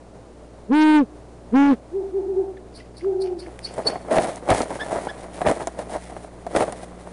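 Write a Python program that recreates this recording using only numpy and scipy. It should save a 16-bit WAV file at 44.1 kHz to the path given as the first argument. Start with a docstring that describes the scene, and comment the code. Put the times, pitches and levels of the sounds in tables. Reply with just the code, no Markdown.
"""An owl hoots twice, so close that the nest microphone overloads: throat tones with an octave and rushing air.
Its mate answers from the trees in short arched tones with trunk echoes. At an eagle's stick nest by night,
the eagle chitters (noise rasps, whistles), lands and treads on twigs and dry straw (filtered fractures,
ringing sticks, snaps, thuds), yelping (overtone stacks) meanwhile. Noise-made night air and mains hum lie below."""
import sys
import numpy as np
from scipy import signal
from scipy.fft import rfft, irfft
from scipy.io import wavfile
from scipy.ndimage import uniform_filter1d

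SR = 44100
rng = np.random.default_rng(int(sys.argv[2]) if len(sys.argv) > 2 else 0)


def store_wav(level_fs):
    """Save 16-bit WAV to argv[1]."""
    pcm = np.round(np.clip(np.atleast_2d(level_fs), -1, 1) * 32767)
    wavfile.write(sys.argv[1], SR, pcm.T.astype(np.int16))


N = 314243
TIME = np.arange(N) / SR


def undb(db):
    """Decibels to gain."""
    return 10 ** (np.asarray(db) / 20)


def unit(x):
    """Scale to rms 1."""
    return x / np.sqrt(np.mean(x ** 2) + 1e-18)


def curves(rows, t=TIME):
    """The columns of a table, joined by straight lines in time."""
    s, *columns = np.transpose(rows)
    return [np.interp(t, s, c) for c in columns]


def add(out, start_s, x):
    """Mix x in at start_s."""
    i = max(int(start_s * SR), 0)
    out[i:i + len(x)] += x[:max(N - i, 0)]


def walk(rate_hz):
    """Smooth chance of rms 1, changing rate_hz times a second."""
    hold = max(int(SR / rate_hz), 1)
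    steps = np.repeat(rng.standard_normal(N)[:N // hold + 1], hold)[:N]
    return unit(uniform_filter1d(steps, hold))


def turn(hz):
    """Phase of an oscillator that follows a pitch curve."""
    return 2 * np.pi * np.cumsum(hz) / SR


def envelope(age, attack_s, hold_s, release_s):
    """Swells up to age 0, holds, then dies away."""
    return np.exp(np.minimum(age, 0) / attack_s - np.maximum(age - hold_s, 0) / release_s)


def band(x, hz, width_hz):
    """One resonance, gain 1 at its centre."""
    centre_hz, width_hz = min(hz, SR / 3), min(width_hz, SR / 3)
    return signal.lfilter(*signal.iirpeak(centre_hz, hz / width_hz, fs=SR), x)


def colour(x, points, size=2048):
    """Minimum-phase filter shaped by (hz, db) points, scaled to unit impulse energy."""
    hz, db = np.transpose(points)
    bins_hz = np.arange(size // 2 + 1) * SR / size
    log_gain = np.log(undb(np.interp(np.log(bins_hz + 1), np.log(hz), db)))
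    cepstrum = irfft(log_gain)
    # fold to the causal side
    cepstrum[1:size // 2] *= 2
    cepstrum[size // 2 + 1:] = 0
    response = irfft(np.exp(rfft(cepstrum)))
    return signal.fftconvolve(x, response / np.linalg.norm(response))[:len(x)]


def woods(x, t60_s):
    """Diffuse ring of the trees around the nest: a decaying noise tail, as strong as x."""
    t = np.arange(SR) / SR
    tail = rng.standard_normal(SR) * undb(-60 * t / t60_s) * (1 - np.exp(-t / .02))
    return unit(signal.fftconvolve(x, tail)[:N]) * np.std(x)


# night air spectrum: freq_hz, relative_db
AIR_SPECTRUM = [(20, -2.5), (55, -24), (95, -3.5), (170, -6.5), (300, -5), (600, -3), (900, -12),
                (1500, -21.5), (3000, -30.5), (7000, -33), (11000, -40.5)]


def night_air():
    """Faint coloured noise, slightly restless in level."""
    return unit(colour(rng.standard_normal(N), AIR_SPECTRUM)) * undb(-45.5 + 0.34 * walk(1.7))


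# mains harmonics: multiple, relative_db
HUM_HARMONICS = [(1, 1), (2, -6.5), (3, -8.5), (4, -9), (5, -7.5), (6, -9), (7, -10)]
# hum level: time_s, base_db, third_multiple_extra_db
HUM_COURSE = [(0, -51.5, 1.5), (1.4, -49, -1), (2.4, -48, -1), (4, -49, 6.5), (5.8, -47.5, 6.5),
              (7.1, -49, 10)]
MAINS_HZ = 59.8


def mains_hum():
    """Harmonics of a slightly unsteady mains pitch; the third gains strength, so the buzz grows."""
    phase = turn(MAINS_HZ * (1 + 0.0019 * walk(5.5)))
    base_db, buzz_db = curves(HUM_COURSE)
    hum = 0
    for k, (_, relative_db) in enumerate(HUM_HARMONICS, 1):
        gain = undb(relative_db + (k == 3) * buzz_db + walk(6.2))
        hum = hum + gain * np.sin(k * phase + 2 * np.pi * rng.random())
    return np.sqrt(2) * undb(base_db) * hum


def crackle(rate_hz, spread_db):
    """Tiny fractures at random moments and signs, a few far larger than the rest; rms 1."""
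    chance = rng.random((2, N))
    size = undb(spread_db * np.minimum(-np.log(chance[1] + 1e-9), 4))
    return unit((chance[0] < rate_hz / SR) * size * rng.choice([-1, 1], N))


# nest spectrum: freq_hz, relative_db
NEST_SPECTRUM = [(40, -18.5), (120, -6.5), (310, 0.5), (420, 0), (530, 0), (650, 0), (850, -4),
                 (1100, -8.5), (2000, -18.5), (2700, -31.5), (4500, -40.5), (7000, -41.5), (11000, -42)]
# ringing of the sticks, added to the nest: freq_hz, width_hz, relative_db
NEST_MODES = [(680, 430, -4.5), (1360, 47, -40), (1950, 600, -9)]


def through_nest(force):
    """The nest's woody body and the crisp top of its straw, split at 3.5 kHz, each at rms 1."""
    sound = colour(force, NEST_SPECTRUM)
    sound = sound + sum(undb(db) * band(sound, hz, width_hz) for hz, width_hz, db in NEST_MODES)
    body = signal.sosfilt(signal.butter(3, 3500, fs=SR, output="sos"), sound)
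    top = signal.sosfilt(signal.butter(3, 3500, "high", fs=SR, output="sos"), sound)
    return unit(body), unit(top)


# width of one stick's own ring, struck or rubbed
RING_WIDTH_HZ = 122
# talons and feathers scraping: start_s, length_s, relative_db, crispness_db, stick_ring_hz
SCRAPE_EVENTS = [(3.695, 0.13, -42.5, -10, 380), (3.778, 0.027, -30.5, -18.5, 590),
                 (3.874, 0.029, -24, -19, 480), (3.918, 0.046, -32.5, -25, 715),
                 (4.12, 0.03, -18, -19.5, 595), (4.166, 0.016, -17.5, -14.5, 665),
                 (4.199, 0.099, -25.5, -12, 640), (4.319, 0.057, -38, -8.5, 640),
                 (4.434, 0.012, -35, -16, 590), (4.498, 0.028, -16.5, -17, 770),
                 (4.543, 0.075, -24, -8.5, 660), (4.705, 0.057, -32.5, -14.5, 545),
                 (4.919, 0.028, -21, -20.5, 670), (4.96, 0.028, -24, -20, 604),
                 (4.998, 0.058, -41.5, -5.5, 750), (5.18, 0.074, -46.5, -4, 640),
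                 (5.343, 0.093, -39.5, -6.5, 570), (5.474, 0.027, -15, -17, 345),
                 (5.525, 0.058, -32.5, -13.5, 640), (5.607, 0.024, -30, -12.5, 810),
                 (5.789, 0.033, -32, -12.5, 680), (5.911, 0.052, -28, -14.5, 700),
                 (5.98, 0.13, -48.5, -1, 686), (6.128, 0.14, -42.5, -11, 666),
                 (6.509, 0.039, -39.5, -9, 664), (6.563, 0.068, -23.5, -12.5, 395),
                 (6.641, 0.055, -31, -16, 625), (6.76, 0.083, -41.5, -8, 480), (6.994, 0.17, -48, -7, 605)]
# faint rustle of feathers and straw under the moving bird: time_s, relative_db
STIRRING_COURSE = [(3.4, -48), (3.9, -42), (4.4, -49), (4.85, -31), (5.25, -40.5), (5.75, -44), (6.1, -47),
                   (7.1, -47)]
STIRRING_CRISP_DB = -13
# a scrape takes hold, lasts, lets go; the bent straw settles softer and crisper
SCRAPE_ATTACK_S, SCRAPE_RELEASE_S = 0.015, 0.013
SETTLE_DB, SETTLE_CRISP_DB, SETTLE_S = -20, 9, 0.087
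BODY_DB, SCRAPE_RING_DB = -1.5, -4


def treading():
    """Talons drag in fits and starts: coarse fractures shake the nest and ring a stick, fine ones hiss."""
    coarse = crackle(rate_hz=1400, spread_db=3.6) * undb(2.2 * walk(70))
    body = through_nest(coarse)[0]
    fine = crackle(rate_hz=4000, spread_db=3) * undb(1.1 * walk(60))
    top = through_nest(fine)[1]
    body_power = undb(curves(STIRRING_COURSE)[0]) ** 2 * (TIME > STIRRING_COURSE[0][0])
    top_power = body_power * undb(STIRRING_CRISP_DB) ** 2
    rings = np.zeros(N)
    t = np.arange(-.06, .5, 1 / SR)
    for start_s, length_s, db, crisp_db, ring_hz in SCRAPE_EVENTS:
        drag = undb(db) * envelope(t, SCRAPE_ATTACK_S, length_s, SCRAPE_RELEASE_S)
        settle = undb(db + SETTLE_DB) * envelope(t, SCRAPE_ATTACK_S, length_s, SETTLE_S)
        onset_s = start_s + t[0]
        add(body_power, onset_s, drag ** 2 + settle ** 2)
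        crisp_power = drag ** 2 + (undb(SETTLE_CRISP_DB) * settle) ** 2
        add(top_power, onset_s, undb(crisp_db) ** 2 * crisp_power)
        rubbed = drag * np.roll(body, -int(onset_s * SR))[:len(t)]
        add(rings, onset_s, band(rubbed, ring_hz, RING_WIDTH_HZ))
    shaken = undb(BODY_DB) * np.sqrt(body_power) * body
    return shaken + undb(SCRAPE_RING_DB) * rings + np.sqrt(top_power) * top


KNOCK_S = 1 / 8
# sticks knocking: start_s, peak_db, crispness_db, stick_ring_hz
KNOCK_EVENTS = [(3.782, -22, -13, 590), (3.802, -22, -27, 540), (3.957, -16.5, -29, 724),
                (4.083, -21.5, -32, 560), (4.11, -15.5, -15, 760), (4.184, 1.5, -36, 627),
                (4.425, -27, -30, 460), (4.488, -19, -16, 620), (4.502, 1, -9, 740), (4.514, 0.5, -35, 670),
                (4.605, -7.5, -30, 650), (4.657, -23, -25, 646), (4.705, -16, -16, 543),
                (4.884, -22, -28, 680), (5.07, -13, -26, 500), (5.408, -19, -24, 700),
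                (5.416, -8.5, -21.5, 690), (5.47, -4.5, -23, 615), (5.513, -5.5, -24, 645),
                (5.603, -21.5, -28, 820), (5.672, -14, -14.5, 720), (5.79, -16.5, -19, 660),
                (5.896, -28, -16, 720), (6.098, -28.5, -38, 720), (6.166, -22, -22, 665),
                (6.466, -18.5, -21, 680), (6.55, -9.5, -25, 328), (6.562, -4.5, -10, 360),
                (6.607, -9.5, -30, 735), (6.623, -10.5, -27, 510), (6.696, -24, -20, 570),
                (6.724, -20, -11, 755), (6.832, -22, -13, 686)]


def knocks(t60_s=0.049, ring_db=2):
    """A blow with a quick cluster of fractures, through the nest, rings one stick."""
    out = np.zeros(N)
    t = np.arange(int(KNOCK_S * SR)) / SR
    fractures = crackle(rate_hz=4000, spread_db=0.93)
    for start_s, peak_db, crisp_db, ring_hz in KNOCK_EVENTS:
        cluster = fractures[int(start_s * SR):][:len(t)] * np.exp(-np.log(1000) * t / t60_s)
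        cluster[0] += 7  # the blow
        body, top = through_nest(cluster)
        rung = unit(body + undb(ring_db) * band(body, ring_hz, RING_WIDTH_HZ))
        knock = rung + undb(crisp_db) * top
        add(out, start_s, undb(peak_db) * knock / np.abs(knock).max())
    return out


# thin straws snapping: start_s, peak_db, centre_hz
SNAP_EVENTS = [(3.591, -25.5, 2400), (3.74, -32, 7920), (4.359, -29, 6500), (4.618, -19, 4580),
               (5.513, -21, 8150), (5.672, -19.5, 7100), (6.563, -25, 5000), (6.723, -28.5, 8700),
               (6.833, -49, 3000)]


def snaps(t60_s=0.0071):
    """Straws snap singly: a very short noise burst through one resonance."""
    out = np.zeros(N)
    t = np.arange(int(KNOCK_S * SR)) / SR
    for start_s, peak_db, centre_hz in SNAP_EVENTS:
        burst = rng.standard_normal(len(t)) * np.exp(-np.log(1000) * t / t60_s)
        snap = band(burst, centre_hz, 1500)
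        add(out, start_s, undb(peak_db) * snap / np.abs(snap).max())
    return out


# the eagle's weight on the nest: start_s, level_db (before decay), pitch_hz, t60_s
THUD_EVENTS = [(4.511, -20, 58, 0.15), (4.512, -7.5, 107, 0.077), (5.476, -21, 102, 0.077),
               (6.562, -24.5, 90.5, 0.076)]


def thuds():
    """The whole nest gives under the bird: decaying low sines."""
    out = np.zeros(N)
    t = np.arange(int(KNOCK_S * SR)) / SR
    for start_s, level_db, pitch_hz, t60_s in THUD_EVENTS:
        fade = np.exp(-np.log(1000) * t / t60_s)
        add(out, start_s, undb(level_db) * np.sin(2 * np.pi * pitch_hz * t) * fade)
    return out


# eagle's chitter notes: start_s, rasp_db, whistle_db
CHITTER_NOTES = [(2.755, -42.5, -51), (2.97, -46.5, -47), (3.213, -41.5, -41), (3.392, -45, -44),
                 (3.64, -36, -22.5), (3.863, -32, -11)]
LOW_RASP_DB = -8  # against the high rasp


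def chitter():
    """A high grainy rasp around a short piercing whistle, ending in a fainter, lower rasp."""
    out = np.zeros(N)
    t = np.arange(-.03, .14, 1 / SR)
    high_swell = envelope(t - 0.005, attack_s=0.0087, hold_s=0, release_s=0.029)
    low_swell = envelope(t - 0.04, attack_s=0.033, hold_s=0, release_s=0.036)
    air = rng.standard_normal(N) * undb(2.84 * walk(260))
    high = unit(band(band(air, 4550, 1200), 4550, 1200)) + undb(-8) * unit(band(air, 9000, 2500))
    low = unit(band(band(air, 2000, 2300), 2700, 2300))
    # a strong beat and a weaker one
    beats = np.exp(-((t - .0122) / .0052) ** 2) + .35 * np.exp(-((t - .022) / .0035) ** 2)
    whistle = beats * np.sin(2 * np.pi * 4440 * t)
    for start_s, rasp_db, whistle_db in CHITTER_NOTES:
        now = int(start_s * SR) + np.arange(len(t))
        rasp = high_swell * high[now] + undb(LOW_RASP_DB) * low_swell * low[now]
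        add(out, start_s + t[0], undb(rasp_db) * rasp + undb(whistle_db) * whistle)
    return out


# clucks and yelps: start_s, length_s, pitch_hz, level_db, db_per_overtone, roughness_share_of_pitch
YELP_CALLS = [(2.565, 0.019, 1950, -44.5, -13, 0.14), (2.801, 0.014, 1950, -41, -17, 0.06),
              (3.006, .012, 2120, -41.5, -19, 0.068), (3.044, 0.0055, 1670, -33.5, -27, 0.21),
              (3.459, 0.011, 2020, -41, -21, 0.092), (4.786, 0.062, 1750, -26, -10, 0.046),
              (5.075, 0.0453, 1690, -31, -8.5, 0.041)]


def yelps():
    """Short hoarse clucks and nasal yelps: three harmonics scooping up to pitch under a fast tremor."""
    out, tremor = np.zeros(N), walk(1200)
    for start_s, length_s, pitch_hz, level_db, overtone_db, rough in YELP_CALLS:
        age_share = np.linspace(0, 1, int(length_s * SR))
        scoop = 0.56 * np.exp(-age_share / 0.1024)
        shake = rough * tremor[int(start_s * SR):][:len(age_share)]
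        phase = turn(pitch_hz * (1 - scoop + shake))
        tone = sum(undb(k * overtone_db) * np.sin((k + 1) * phase) for k in range(3))
        add(out, start_s, undb(level_db) * np.sin(np.pi * age_share) ** 2 * tone)
    return out


def eagle(branch_s=.039, branch_db=-17):
    """Calls with one short, duller echo off a branch beside the nest and a faint ring from the trees."""
    calls = chitter() + yelps()
    echo = np.interp(TIME - branch_s, TIME, uniform_filter1d(calls, size=8))
    return calls + undb(branch_db) * echo + undb(-27.5) * woods(calls, t60_s=0.42)


def hoot(hz, second_db, skew_rad, jitter, shake_rad=0):
    """A nearly pure throat tone; its octave stands out when it nears the 435 Hz throat resonance."""
    phase = turn(hz * (1 + jitter * walk(140))) + shake_rad
    octave = undb(second_db) * (1 + 2 / (1 + ((2 * hz - 435) / 75) ** 2))
    return np.sin(phase) + octave * np.sin(2 * phase - skew_rad)


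# answering owl's syllables: middle_s, half_length_s, pitch_hz, level_db
ANSWER_SYLLABLES = [(1.977, 0.047, 396.7, -19), (2.169, .042, 395, -17.5), (2.304, 0.042, 391.4, -19),
                    (2.393, 0.043, 384.6, -17), (3.083, .053, 395.2, -17), (3.209, .066, 380.4, -18.5),
                    (3.325, 0.063, 356.8, -24)]
# echoes off tree trunks: delay_s, relative_db
TRUNK_ECHOES = [(.052, -10.5), (.098, -12.5), (.178, -22.5), (.255, -24.5)]
# pitch between syllables; loudness as a power of effort; flatness of a syllable's top
ANSWER_SLACK_HZ, ANSWER_POWER, ANSWER_FLATNESS = 304, 1.44, 2.78


def far_owl():
    """The stuttering answer arches per syllable and beats with its echoes; overtones arrive as a blur."""
    hz, loud = ANSWER_SLACK_HZ, 0
    for middle_s, half_s, pitch_hz, level_db in ANSWER_SYLLABLES:
        effort = np.exp(-np.abs((TIME - middle_s) / half_s) ** ANSWER_FLATNESS)
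        hz = hz + (pitch_hz - ANSWER_SLACK_HZ) * effort
        loud = loud + undb(level_db) * effort ** ANSWER_POWER
    voice = loud * hoot(hz, second_db=-35, skew_rad=.3, jitter=.005)
    echoes = sum(undb(db) * np.interp(TIME - delay_s, TIME, voice) for delay_s, db in TRUNK_ECHOES)
    ring = undb(-19) * woods(voice, t60_s=1.0)
    rectified = np.abs(voice) * (1 + 1.6 * walk(260))
    overtones = band(band(rectified, 700, 700), 700, 700)
    return voice + echoes + ring + undb(-18) * woods(overtones, t60_s=.4)


# near hoots: start_s, length_s, pitch_hz, drift_hz_per_s, scoop_s, level_db, hoarse_start_db, hoarse_end_db
NEAR_HOOTS = [(.7, 0.341, 308.5, -40.5, .026, 2, -30, -27.5),
              (1.527, .22, 283.6, 57.5, 0.021, -1, -27.5, -14.5)]
# a slack throat is low and soft; effort lifts pitch and level, and collapses at the end of a hoot
SLACK_HZ, SLACK_DB, SAG_S, FADE_DB_PER_S = 205.8, -25, .021, -19.5
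# the voice cracks as effort passes this share
CRACK_AT, CRACK_WIDTH, CRACK_DB = .75, 0.069, -25.5
# waver in strength, and in pitch as a share
FLUTTER_DB, FLUTTER_SHARE = .8, .0025


def near_owl():
    """Two hoots scoop up and sag with effort; hoarseness shakes the cycles and lets air rush through."""
    voice = 0
    for start_s, length_s, pitch_hz, drift, scoop_s, level_db, first_db, last_db in NEAR_HOOTS:
        age = np.clip(TIME - start_s, -.06, length_s + .06)
        effort = 1 - np.exp(-age / scoop_s) - np.exp((age - length_s) / SAG_S)
        from_middle_s = age - length_s / 2
        target_hz = pitch_hz + drift * from_middle_s
        hz = SLACK_HZ + (target_hz - SLACK_HZ) * np.maximum(effort, 0)
        loud_db = level_db + FADE_DB_PER_S * from_middle_s + SLACK_DB * (1 - effort)
        loud = undb(loud_db + FLUTTER_DB * walk(44.23))
        crack = undb(CRACK_DB) * np.exp(-((effort - CRACK_AT) / CRACK_WIDTH) ** 2)
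        hoarse = undb(np.interp(age, [0, length_s], [first_db, last_db])) + crack
        shake_rad = .6 * hoarse * walk(700)
        tone = loud * hoot(hz, second_db=-16, skew_rad=0.33, jitter=FLUTTER_SHARE, shake_rad=shake_rad)
        air = unit(band(band(rng.standard_normal(N), 700, 1000), 700, 1000))
        voice = voice + tone + .85 * hoarse * np.abs(tone) * air
    return voice + undb(-44) * woods(voice, t60_s=1.0)


def scene():
    """Everything that reaches the nest microphone."""
    background = night_air() + mains_hum()
    nest = treading() + knocks() + snaps() + thuds()
    return (background + nest + eagle() + far_owl() + near_owl())[None]


def record(dry, ceiling=0.26, knee=11, limit_rms=0.24, react_s=0.018, top_hz=10450):
    """Overload into flat tops, slow limiter, slight random level variation, two treble peaks, low-pass."""
    clipped = dry / (1 + np.abs(dry / ceiling) ** knee) ** (1 / knee)
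    step = 1 / (react_s * SR)
    power = signal.lfilter([step], [1, step - 1], clipped ** 2)
    limited = clipped / (1 + (power / limit_rms ** 2) ** 4) ** (1 / 8)
    varied = limited * undb(.6 * walk(35))
    bright = varied + undb(-14.5) * band(varied, 4180, 330) + undb(1) * band(varied, 9280, 1100)
    return signal.sosfilt(signal.ellip(8, .2, 70, top_hz, fs=SR, output="sos"), bright)


dry = scene()
out = record(dry)
store_wav(out)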